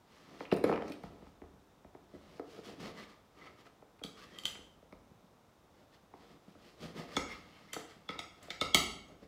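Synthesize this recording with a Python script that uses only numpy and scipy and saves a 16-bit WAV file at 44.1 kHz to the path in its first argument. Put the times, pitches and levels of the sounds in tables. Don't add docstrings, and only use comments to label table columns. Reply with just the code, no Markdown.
import sys
import numpy as np
from scipy import signal
from scipy.fft import rfft, irfft, next_fast_len
from scipy.io import wavfile

SR = 44100
rng = np.random.default_rng(int(sys.argv[2]) if len(sys.argv) > 2 else 0)


def log_audio(samples):
    frames = np.atleast_2d(samples).T
    limited = np.clip(frames, -1, 1)
    pcm = np.round(limited * 32767).astype(np.int16)
    wavfile.write(sys.argv[1], SR, pcm)


def linear_from_db(decibels):
    return 10 ** (np.asarray(decibels, float) / 20)


N = 408807

# (frequency [Hz], level [dB], t60 [s])
TABLE_MODES = [(46.2, -7, 0.34), (80.6, -5, 0.18), (165, -24.5, 0.085), (197, 8.5, 0.042),
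               (300, 1.5, 0.052), (334, -0.5, 0.054), (380.4, 4.5, 0.028), (466, 5.5, 0.027),
               (600, 1, 0.04), (703, 4.5, 0.017), (990, 2.5, 0.006), (1312, -5.5, 0.021), (1960, 0, 0.0033),
               (2450, -11.5, 0.011)]
# (time [s], peak [dB], low modes [dB], high modes [dB], chirp [Hz])
TAPS = [(0.4518, -48, 0, -31, 2500), (0.515, -30, 2, -47, 2780), (0.524, -34, 4, -26, 3980),
        (0.531, -35, -10, -24, 3040), (0.539, -44, -10, -9, 4460), (0.564, -48, -7, -9, 5030),
        (0.569, -44.5, 7, -10, 2770), (0.585, -53, -10, -9, 5000), (0.640, -36, 10, -10, 4090),
        (0.647, -39, 3, -25, 3320), (0.675, -59, -8, -12, 4570), (0.701, -51, -5, -11, 2400),
        (0.714, -51, -5, -19, 5000), (0.6904, -48, 13, -23, 2040), (0.726, -43, -6, -27, 3000),
        (0.736, -43, 4, -30, 2600), (0.759, -40.5, 1, -34, 2900), (0.822, -44, -3, -27, 3100),
        (0.8803, -44, -10, -18, 2530), (0.777, -55, -2, -30, 2500), (0.898, -44, -5, -16, 2330),
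        (0.9202, -33.5, -14.5, -24, 2450), (0.938, -49, -13, -19, 2500), (1.035, -49, -14, -16, 2150),
        (2.395, -49, -19, -23, 2200), (3.991, -54, 2, -27, 2100), (4.552, -47, 6, -30, 2000),
        (3.6531, -62, 10, -24, 2000), (3.666, -53, 1, -32, 1960), (4.2364, -61, -7, -25, 4180),
        (4.9247, -50, -6, -24, 2180)]
# (time [s], peak [dB], low modes [dB], high modes [dB], blade chirp [Hz])
CLINKS = [(3.388, -55, -4, -18, 3100), (3.4715, -47.5, 0, -28, 3100), (4.037, -27.5, -17.5, -13.5, 3250),
          (4.3864, -32, -13.5, -13.5, 3160), (4.4359, -37, -17, -12, 3100),
          (4.454, -19.5, -29.5, -12.5, 3160), (7.1663, -20, -3.5, -15, 3467), (7.7319, -27, -6.5, -6, 3120),
          (7.742, -34, -23, -10.5, 4500), (8.09, -28, -1.5, -39, 3420), (8.1057, -37, -12, -21, 3400),
          (8.1905, -25.5, -6, -19.5, 3730), (8.429, -57, -6, 9.5, 3320), (8.5042, -25.5, -6.5, -21, 3550),
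          (8.6123, -16, -9.5, -22, 3585), (8.7453, -9.5, -9.5, -23.5, 3320), (9.083, -67, -19, 5, 3560)]


def rms_one(x):
    return x / np.sqrt(np.mean(x ** 2) + 1e-20)


def at_hz(points, hz):
    point_hz, values = np.array(points)[:, 0], np.array(points)[:, 1]
    return np.interp(np.log(hz), np.log(point_hz), values)


def coloured(white, points):
    size = next_fast_len(N)
    hz = np.maximum(np.arange(size // 2 + 1) * SR / size, 1)
    return rms_one(irfft(rfft(white, size) * linear_from_db(at_hz(points, hz)), size)[:N])


def ring(force, hz, t60):
    r, w = linear_from_db(-60 / (t60 * SR)), 2 * np.pi * hz / SR
    return signal.lfilter([0, np.sin(w)], [1, -2 * r * np.cos(w), r * r], force + 1e-18)


def struck(modes, blows, colour_db, scatter_db, chatter_s, rebound_db=-0.5):
    luck = rng.standard_normal((len(blows), len(modes)))
    lags = rng.random((len(blows), 5)) * [0, 1, 1, 1, 1]
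    at = np.round((np.array(blows)[:, :1] + chatter_s * lags) * SR).astype(int)
    touches = linear_from_db(rebound_db * (lags > 0) - 0.6 * lags) * rng.choice([-1, 1], lags.shape)
    out = np.zeros(N)
    for k, (hz, level_db, t60) in enumerate(modes):
        strength = linear_from_db(colour_db[:, k] + level_db + scatter_db * luck[:, k])
        strength = strength * (-1) ** k
        force = np.bincount(at.ravel(), (strength[:, None] * touches).ravel(), N)
        out += ring(force, hz, t60)
    return out


def landing(blows, modes, top_db):
    hz = np.array(modes)[:, 0]
    favour_db, favour_octaves = 8, 0.061
    gains = []
    for (s, db, low, high, chirp_hz), top in zip(blows, top_db + np.zeros(len(blows))):
        balance = [(2300, low), (3100, -5.5), (4200, -9.0), (5000, -8.0), (6400, high + 8),
                   (8200, high + 8), (9100, high + 3), (13000, high + top + 16)]
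        favour = favour_db * np.exp(-(np.log2(hz / chirp_hz) / favour_octaves) ** 2)
        gains.append(db - 8.5 + at_hz(balance, hz) + favour)
    return np.array(gains)


def grit(per_s, spread_db):
    sizes = linear_from_db(spread_db * np.minimum(rng.exponential(1, N), 4)) * rng.choice([-1, 1], N)
    return rms_one(sizes * (rng.random(N) < per_s / SR))


def spread(x, lag_s, late_s):
    size = next_fast_len(N + SR // 2)
    hz = np.arange(size // 2 + 1) * SR / size
    turns = 2 * lag_s * np.sqrt(1000 * hz) + late_s * hz
    return irfft(rfft(x, size) * np.exp(-2j * np.pi * turns), size)[:N]


def china(glancing):
    # (frequency [Hz], struck square [dB], struck aslant [dB], t60 [s])
    china_modes = [(1226, -13, 2.5, 0.03), (1296, -0.5, -1, 0.042), (2057, 4.5, 7.5, 0.014),
                   (2198, 5.5, -3.5, 0.029), (2317, -2, -3.5, 0.02), (2803, -2, -9, 0.02), (3127, -7.5, -7, 0.019),
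                   (3340, -7.5, -11, 0.019), (3555, -2.5, -9, 0.018), (3730, -8, -10, 0.032),
                   (4340, -9, -8, 0.025), (4554, -10, -11, 0.075), (4750, -7.5, -14, 0.027),
                   (4940, -6.5, -18.5, 0.035),
                   (5390, -10, -33.5, 0.036), (5280, -8, -25, 0.044), (5556, -7.5, -34, 0.047),
           (5900, -10, -18, 0.05), (6120, -18, -11.5, 0.015), (6610, -2, -25, 0.035),
           (6760, -14.5, -21, 0.02), (7790, -8, -14.5, 0.036), (7900, -18, -7, 0.015),
                   (9145, -17, -28, 0.09), (9400, -23, -10, 0.0306), (9900, -29.5, -15, 0.021),
             (10630, -11, -21.5, .035), (11140, -25.5, -21.5, .012), (12300, -17.5, -18, 0.022),
             (12650, -35, -20.5, .025), (13600, -14, -22.5, .035), (14150, -36, -26, 0.0161),
             (15200, -27.5, -23, .015)]
    return [(hz, aslant if glancing else square, t60) for hz, square, aslant, t60 in china_modes]


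def hush():
    # (frequency [Hz], level [dB])
    murmur = [(12, -34), (20, -1), (91, 2.5), (504, -2), (767, -2.5), (1380, -8.5), (1680, -14),
              (3120, -18.5), (3690, -15.5), (4250, -21.5), (5620, -20.5), (9860, -28.5), (13800, -29),
              (16300, -28)]
    return linear_from_db(-67 + 1.5) * coloured(rng.standard_normal(N), murmur)


def room(x, gap_s):
    # (frequency [Hz], t60 [s])
    decay = [(60, 1), (250, 0.72), (1000, 0.61), (3000, 0.54), (8000, 0.44), (15000, 0.29)]
    t = np.arange(SR) / SR
    edges = 40 * 2 ** np.arange(0, 9, .8)
    white, tail = rng.standard_normal((2, SR)), 0
    for k, (low, high) in enumerate(zip(edges, edges[1:])):
        band_pass = signal.butter(2, [low, high], "band", fs=SR, output="sos")
        band = signal.sosfilt(band_pass, white[k % 2])
        tail = tail + band * linear_from_db(-60 * t / at_hz(decay, np.sqrt(low * high)))
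    tail *= np.clip(t / gap_s - 1, 0, 1)
    return signal.fftconvolve(x, tail / np.sqrt(np.sum(tail ** 2)))[:N]


def strokes():
    # (time of peak [s], swell [s], fade [s], rasp [dB], table rumble [dB])
    slides = [(0.15, 0.091, 0.99, -68, -65), (0.36, 0.1, 0.024, -67.5, -51),
              (0.406, 0.026, 0.053, -59, -56), (0.506, 0.0044, 0.013, -75, -52),
              (0.675, 0.028, 0.077, -56, -36), (0.74, 0.047, 0.024, -68, -37),
              (0.886, 0.081, 0.039, -62, -61), (0.92, 0.013, 0.077, -65, -70),
              (1.042, 0.025, 0.066, -64.5, -71), (1.12, 0.039, 0.18, -77, -56),
              (1.28, 0.17, 0.044, -75, -72), (4.52, 0.012, 0.048, -77, -65), (4.62, 0.11, 0.05, -81, -59),
              (4.79, 0.076, .01, -93, -66), (9.114, 0.086, 0.063, -75, -55.5),
              (9.233, 0.027, 0.032, -68.5, -54.5)]
    first_cut = [(2.158, 0.058, 0.026, -72.5, -60), (2.38, 0.27, 0.018, -66.5, -56.5),
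                 (2.52, 0.074, 0.19, -63.5, -67), (2.59, 0.068, 0.015, -66.5, -49),
                 (2.655, 0.022, 0.08, -56, -48.5), (2.70, 0.035, .03, -62, -47),
                 (2.735, 0.044, 0.016, -64, -52.5), (2.805, 0.0089, 0.11, -56.5, -53),
                 (2.86, 0.079, 0.054, -55, -43), (2.91, .06, .015, -64, -51),
                 (2.982, 0.036, 0.067, -56.5, -48.5), (3.04, 0.069, 0.022, -60.5, -57),
                 (3.10, 0.034, 0.068, -65.5, -59.5), (3.395, 0.05, 0.056, -71, -56.5),
                 (3.46, 0.099, 0.06, -64.5, -60), (3.55, 0.1, 0.02, -82, -59.5),
                 (3.606, 0.046, 0.025, -65, -65), (3.665, 0.023, 0.031, -66.5, -57.5),
                 (4.18, 0.018, 0.05, -62, -65), (4.238, 0.067, 0.03, -58.5, -62),
                 (4.384, 0.24, 0.15, -65.5, -57.5)]
    second_cut = [(5.826, 0.14, 0.025, -76, -64), (5.946, 0.031, 0.03, -67, -65),
                  (6.032, 0.009, 0.02, -80, -66), (6.23, 0.097, 0.11, -70.5, -60.5),
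                  (6.32, 0.08, 0.044, -69, -71), (6.358, 0.093, 0.024, -78, -57.5),
                  (6.5, 0.079, 0.083, -72.5, -67), (6.67, 0.11, 0.11, -66, -59.5),
                  (6.835, 0.044, 0.088, -55, -44), (6.982, 0.035, 0.084, -52.5, -41),
                  (7.156, 0.085, 0.02, -54.5, -48.5), (7.22, 0.012, 0.042, -69, -53),
                  (7.32, 0.068, 0.084, -57, -68), (7.39, .03, 0.27, -68, -64),
                  (7.54, 0.061, 0.65, -68, -63.5), (7.8, 0.0071, 0.018, -56, -50),
                  (7.914, 0.075, 0.056, -64.5, -75), (7.972, 0.011, 0.025, -83, -59.5),
                  (8.39, 0.058, 0.0092, -71, -62), (8.44, 0.033, 0.1, -62.5, -57.5)]
    # (time [s], level over the rasp [dB])
    on_china = [(0.3, -7.5), (0.7, 2.5), (0.85, -4), (2.3, -5), (2.52, -28), (2.7, -23), (2.8, -7.5),
                (3.0, -2), (3.4, 1.5), (3.5, 4.5), (3.6, -6), (4.36, -8.5), (6.3, -9), (6.85, -27),
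                (6.97, -9), (7.27, -4), (7.32, 1), (7.38, -6), (7.6, -6.5), (8.4, -5)]
    # (frequency [Hz], density [dB per Hz])
    rasp_colour = [(410, -35.5), (700, -20), (777, -25), (1210, -2.5), (1420, -9.5), (2550, -9),
                   (3300, -8.5), (3790, -11), (5000, -11.5), (8650, -25), (16000, -33)]
    edge_db, bend = -13.5, 1.38
    new_fruit_s = 5.5

    now = np.arange(N) / SR
    t, rasping, rumbling = np.arange(0, N + 64, 64) / SR, 0, 0
    for s, swell_s, fade_s, rasp_db, rumble_db in slides + first_cut + second_cut:
        shape_db = edge_db * (np.abs(t - s) / np.where(t < s, swell_s, fade_s)) ** bend
        rasping = rasping + linear_from_db(rasp_db + shape_db) ** 2
        rumbling = rumbling + linear_from_db(rumble_db + shape_db) ** 2
    rasping = np.interp(now, t, np.sqrt(rasping))
    rumbling = np.interp(now, t, np.sqrt(rumbling))

    slips = grit(per_s=2600, spread_db=1.0)
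    catches = slips + linear_from_db(-1.0) * grit(per_s=190, spread_db=1.0)
    first, second = np.split(catches, [round(new_fruit_s * SR)])
    grates = []
    for part, glancing, damping in [(first, True, .45), (second, False, .8)]:
        grates.append(rms_one(sum(linear_from_db(db) * ring(part, hz, damping * t60)
                                  for hz, db, t60 in china(glancing)[:17])))
    grate = linear_from_db(np.interp(now, *np.transpose(on_china))) * np.concatenate(grates)

    rumble = rms_one(sum(linear_from_db(db) * ring(grit(per_s=550, spread_db=4.5), hz, 1.08 * t60)
                         for hz, db, t60 in TABLE_MODES[2:]))
    thin_bass = signal.butter(1, 70, "high", fs=SR, output="sos")
    rumble = signal.sosfilt(thin_bass, rumble)
    return linear_from_db(1.5) * rasping * (coloured(slips, rasp_colour) + grate) + linear_from_db(-2.0) * rumbling * rumble


def knocks():
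    # (time [s], peak [dB], deep modes [dB], upper modes [dB])
    slices_drop = [(0.403, -28.5, -18, 3.5), (0.519, -15, -5.5, -5.5), (0.636, -16, -10, -4.5),
                   (0.680, -30, -20, -4), (0.692, -19, -34, -3), (0.703, -30, -18, -1), (0.711, -33, -5, 8),
                   (0.722, -25, -22, 7.5), (0.742, -32, -28, -6), (0.756, -39.5, -28, 12),
                   (0.774, -32, -28, 3.5), (0.818, -28.5, -23, 0), (0.896, -32, -39, -30),
                   (2.392, -33, -30, 2), (3.82, -45, -37, 3), (6.474, -44, -9, -17), (7.761, -31, -17, 6.5),
                   (7.816, -52, -20, 4)]
    arm_leans = [(1.034, -37, -3, 2.5), (1.10, -49, 3, -18), (1.14, -54, -14, -13), (1.219, -45.5, -2, -1),
                 (1.265, -52, 0, 10), (1.415, -41.5, -6, -1), (1.435, -51, -9, 5), (1.53, -57.5, 9, -13),
                 (1.549, -58, 2, -14), (1.843, -44.5, -2.5, 1.5), (4.442, -49, -1.5, -24),
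                 (4.549, -46, -10, -3), (4.584, -48, -15, 4), (4.822, -48.5, -22, -2),
                 (4.922, -40.5, -2.5, 0), (9.222, -46, -7, -22)]
    knife_pushes = [(1.946, -43, -21, -0.5), (2.132, -41, -9, -22), (2.146, -40.5, -11, -9),
                    (2.586, -42, -32, 1.5), (2.796, -48.5, 10.5, 5), (4.011, -41, -16, -1),
                    (4.04, -38.5, -2.5, -17), (5.109, -55, 1, -9), (5.234, -60.5, 7, -12),
                    (5.31, -59, -1, -21), (5.806, -55, -7, -12), (6.028, -65, 10, -17),
                    (6.135, -44, -32, 2.5), (6.548, -46.5, -33, -3), (7.165, -22.5, -13, 8.5),
                    (8.089, -35.5, -2.5, 1.5), (8.151, -40.5, -17, 6), (8.188, -44, -12, 5),
                    (8.478, -42.5, -18, 1.5), (8.503, -42.5, -10, -0.5), (8.611, -28, -18, 2),
                    (8.743, -21.5, -11.5, 1.5), (9.147, -51, -19, -10)]
    kinds = [(slices_drop, -48.5), (arm_leans, -15), (knife_pushes, -25)]
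    blows = sorted((s, db, shudder, deep, upper) for rows, shudder in kinds for s, db, deep, upper in rows)
    hz = np.array(TABLE_MODES)[:, 0]
    colour_db = []
    for s, db, shudder, deep, upper in blows:
        balance = [(90, shudder + 13), (150, deep + 3), (200, deep + 3), (300, 0.0047), (600, 0.007),
                   (900, upper + 6)]
        colour_db.append(db - 8.5 + at_hz(balance, hz))
    colour_db = np.array(colour_db)
    legs = struck(TABLE_MODES[:2], blows, colour_db[:, :2], scatter_db=0.5, chatter_s=0.0012,
                  rebound_db=-13.5)
    top = struck(TABLE_MODES[2:], blows, colour_db[:, 2:], scatter_db=3.5, chatter_s=0.0018,
                 rebound_db=-22)
    no_deep = signal.butter(2, 105, "high", fs=SR, output="sos")
    soft = np.exp(-2 * np.pi * 1000.0 / SR)
    return signal.lfilter([1 - soft], [1, -soft], legs + signal.sosfilt(no_deep, top))


def taps():
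    # (frequency [Hz], level [dB], t60 [s])
    handle = [(1320, 5, 0.0031), (2500, 1.5, 0.006), (3960, 8.5, 0.0017), (5460, 4, 0.0026),
              (6600, -1, .002), (7600, -2, 0.0026), (8960, 3, 0.004), (11500, -11, 0.002),
              (12900, -17, .002), (14500, -18, .002)]
    colour_db = landing(TAPS, handle, top_db=7)
    return linear_from_db(5.0) * struck(handle, TAPS, colour_db, scatter_db=-3.0, chatter_s=0.0051, rebound_db=-5.5)


def chirps(blows, level_db, t60, lead_db):
    out, t = np.zeros(N), np.arange(-SR // 80, SR // 20) / SR
    for s, db, low, high, chirp_hz in blows:
        at = round(s * SR) - SR // 80
        blow = np.where(t > 0, linear_from_db(-60 * t / t60) * np.minimum(t / 0.00081, 1), 0)
        graze = linear_from_db(lead_db - 1650.0 * np.abs(t))
        out[at:at + len(t)] += linear_from_db(db + level_db) * (blow + graze) * np.sin(2 * np.pi * chirp_hz * t)
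    return out


def singing():
    # (start [s], length [s], level [dB], first pitch [Hz], last pitch [Hz])
    skids = [
        (2.652, 0.072, -64, 3350, 3250),
        (4.164, 0.1, -68, 1250, 1900),
        (4.277, 0.14, -63.5, 1800, 2040),
        (4.311, 0.093, -63, 3270, 3140),
        (7.225, 0.076, -55.5, 1290, 1280),
        (7.29, 0.058, -47.5, 2120, 2137),
        (7.304, .09, -57.5, 1290, 1260),
        (7.681, .05, -63, 2080, 2100),
        (7.51, 0.088, -70, 2900, 3200),
        (7.53, 0.059, -67, 2150, 2230),
    ]
    waver_hz, steady = 45.0, 0.99
    out, r = np.zeros(N), np.exp(-2 * np.pi * waver_hz / SR)
    noise = rng.standard_normal((len(skids), 2, SR // 4))
    for (s, length_s, db, first_hz, last_hz), (a, b) in zip(skids, noise):
        t = np.arange(min(round(length_s * SR), SR // 5)) / SR
        waver = signal.lfilter([1], [1, -r], a + 1j * b)[-len(t):] * np.sqrt((1 - r * r) / 2)
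        turns = first_hz * t + (last_hz - first_hz) * t ** 2 / (2 * length_s)
        note = np.real((steady + waver) * np.exp(2j * np.pi * turns))
        at = round(s * SR)
        out[at:at + len(t)] += linear_from_db(db) * np.sin(np.pi * t / length_s) ** .5 * note
    return out


def nicks():
    # (time [s], peak [dB], pitch [Hz], t60 [s])
    glaze_nicks = [(2.985, -49, 2050, .03), (3.005, -48, 1980, .03), (3.036, -47, 2140, .02),
                   (3.415, -51, 2040, 0.049), (3.420, -54, 1300, .05), (3.457, -54, 2030, 0.017),
                   (3.470, -50, 1300, .03), (3.506, -56, 2090, .03), (3.669, -54, 1290, 0.057),
                   (4.049, -39.5, 4440, 0.024), (4.062, -40, 3360, 0.028), (4.395, -49, 4700, 0.022),
                   (4.453, -29, 3600, 0.017), (4.465, -37, 4500, 0.022), (4.478, -35, 3380, 0.028),
                   (7.194, -36, 2040, 0.034), (7.815, -48, 1400, .012), (8.504, -42, 2220, .025),
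                   (8.613, -33, 2160, 0.074), (8.743, -20, 3270, 0.013), (8.749, -16.5, 2200, 0.018),
                   (8.772, -24.5, 2095, 0.052)]
    out, t = np.zeros(N), np.arange(SR // 10) / SR
    for s, db, hz, t60 in glaze_nicks:
        at = round(s * SR)
        shape = linear_from_db(db - 60 * t / t60) * np.minimum(t / 0.0012, 1)
        out[at:at + len(t)] += shape * np.sin(2 * np.pi * hz * t)
    return out


def blow_colour(blows, modes):
    # (time of blow [s], pitch [Hz], gain [dB])
    emphasis = [(4.037, 2100, -2), (4.037, 4554, -9), (4.3857, 1950, 4), (4.4539, 2030, 8.5),
                (4.4539, 2840, -2), (4.4539, 3470, 2), (4.4539, 4554, -8), (4.4539, 5350, -11),
                (7.1655, 1296, -1), (7.1655, 2150, -4), (7.1655, 2803, -3.5), (7.1655, 4340, 7),
                (7.1655, 4720, -12), (7.742, 4554, -6), (7.7322, 3230, 11), (8.091, 2200, -1.5),
                (8.1904, 2200, -5), (8.1904, 1296, -1), (8.1904, 3730, -9), (8.5045, 2200, 0),
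                (8.5045, 3555, 0), (8.5045, 1296, -6), (8.6124, 2160, 5), (8.6124, 3555, -7),
                (8.6124, 3730, 6.5), (8.6124, 4750, -2.5), (8.6124, 5556, -4), (8.7453, 1296, -3.5),
                (8.7453, 2123, 7), (8.7453, 3190, 5), (8.7453, 3670, -4), (8.7453, 4340, 2),
                (8.7453, 4930, 5.5), (8.7453, 5556, -0.5)]
    reach_octaves, reach_s = 0.06, .007
    s, hz = np.array(blows)[:, :1], np.array(modes)[:, 0]
    return sum(db * (np.abs(s - at) < reach_s) * np.exp(-(np.log2(hz / pitch_hz) / reach_octaves) ** 2)
               for at, pitch_hz, db in emphasis)


def clinks():
    # (frequency [Hz], level [dB], t60 [s])
    crack = [(1364, 3.5, 0.002), (2500, -18, 0.0026), (3650, 7, 0.00099), (5250, -0.5, 0.0031),
             (6020, -2, 0.0018), (7500, -9, 0.0063), (8200, -16.5, 0.0012), (9970, -8.5, 0.0023),
             (11270, -12.5, 0.00325), (13000, -21, 0.0029), (14500, -17.5, 0.0035)]
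    glancing_s = (4.037, 4.3852, 4.4358, 4.4537, 7.7319, 7.7433, 8.1057, 8.4288)
    # (time [s], peak [dB], low modes [dB], high modes [dB], blade chirp [Hz])
    skid = (8.746, -7, -15, -9, 3250.5)
    out = 0
    for glancing, top_db, crack_db in [(True, -8.5, 4.5), (False, -14.5, -1)]:
        blows = [row for row in CLINKS if np.isclose(row[0], glancing_s, atol=1 / 200).any() == glancing]
        if glancing:
            blows = blows + [skid]
        modes = china(glancing)
        out = out + linear_from_db(crack_db) * struck(crack, blows, landing(blows, crack, top_db), scatter_db=0.0,
                                           chatter_s=0.0033, rebound_db=-3.5)
        colour_db = landing(blows, modes, top_db) + blow_colour(blows, modes)
        out = out + struck(modes, blows, colour_db, scatter_db=2.5, chatter_s=0.00081, rebound_db=-22)
    return out


def scene():
    rubbing = strokes()
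    dull = spread(taps(), lag_s=0.0044, late_s=-0.00161) + spread(knocks(), lag_s=0.001689, late_s=0.002158)
    tones = chirps(TAPS, level_db=1.5, t60=0.0064, lead_db=-20.5)
    tones = tones + chirps(CLINKS, level_db=0.5, t60=0.0089, lead_db=-19.5)
    beamed = spread(tones, lag_s=.0035, late_s=-0.0015)
    glaze = singing() + nicks()
    struck_china = spread(clinks(), lag_s=.0035, late_s=-0.001462)

    to_room = linear_from_db(-2.0) * struck_china + linear_from_db(-14.5) * beamed + linear_from_db(-7.0) * dull
    to_room = to_room + linear_from_db(-8.5) * rubbing + linear_from_db(-11.5) * glaze
    echoes = room(to_room, gap_s=0.0021)
    blows = struck_china + beamed + dull
    ceiling = linear_from_db(-14.0) * np.roll(blows, round(.011 * SR))
    return (blows + rubbing + glaze + ceiling + echoes + hush())[None]


def band_limit(x):
    return signal.sosfilt(signal.butter(12, 16480, fs=SR, output="sos"), x)


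def record(dry):
    no_bass = signal.sosfilt(signal.butter(4, 36, "high", fs=SR, output="sos"), dry)
    mix = signal.sosfilt(signal.cheby2(12, 60, 16700, fs=SR, output="sos"), no_bass)
    return band_limit(mix)


dry = scene()
out = record(dry)
log_audio(out)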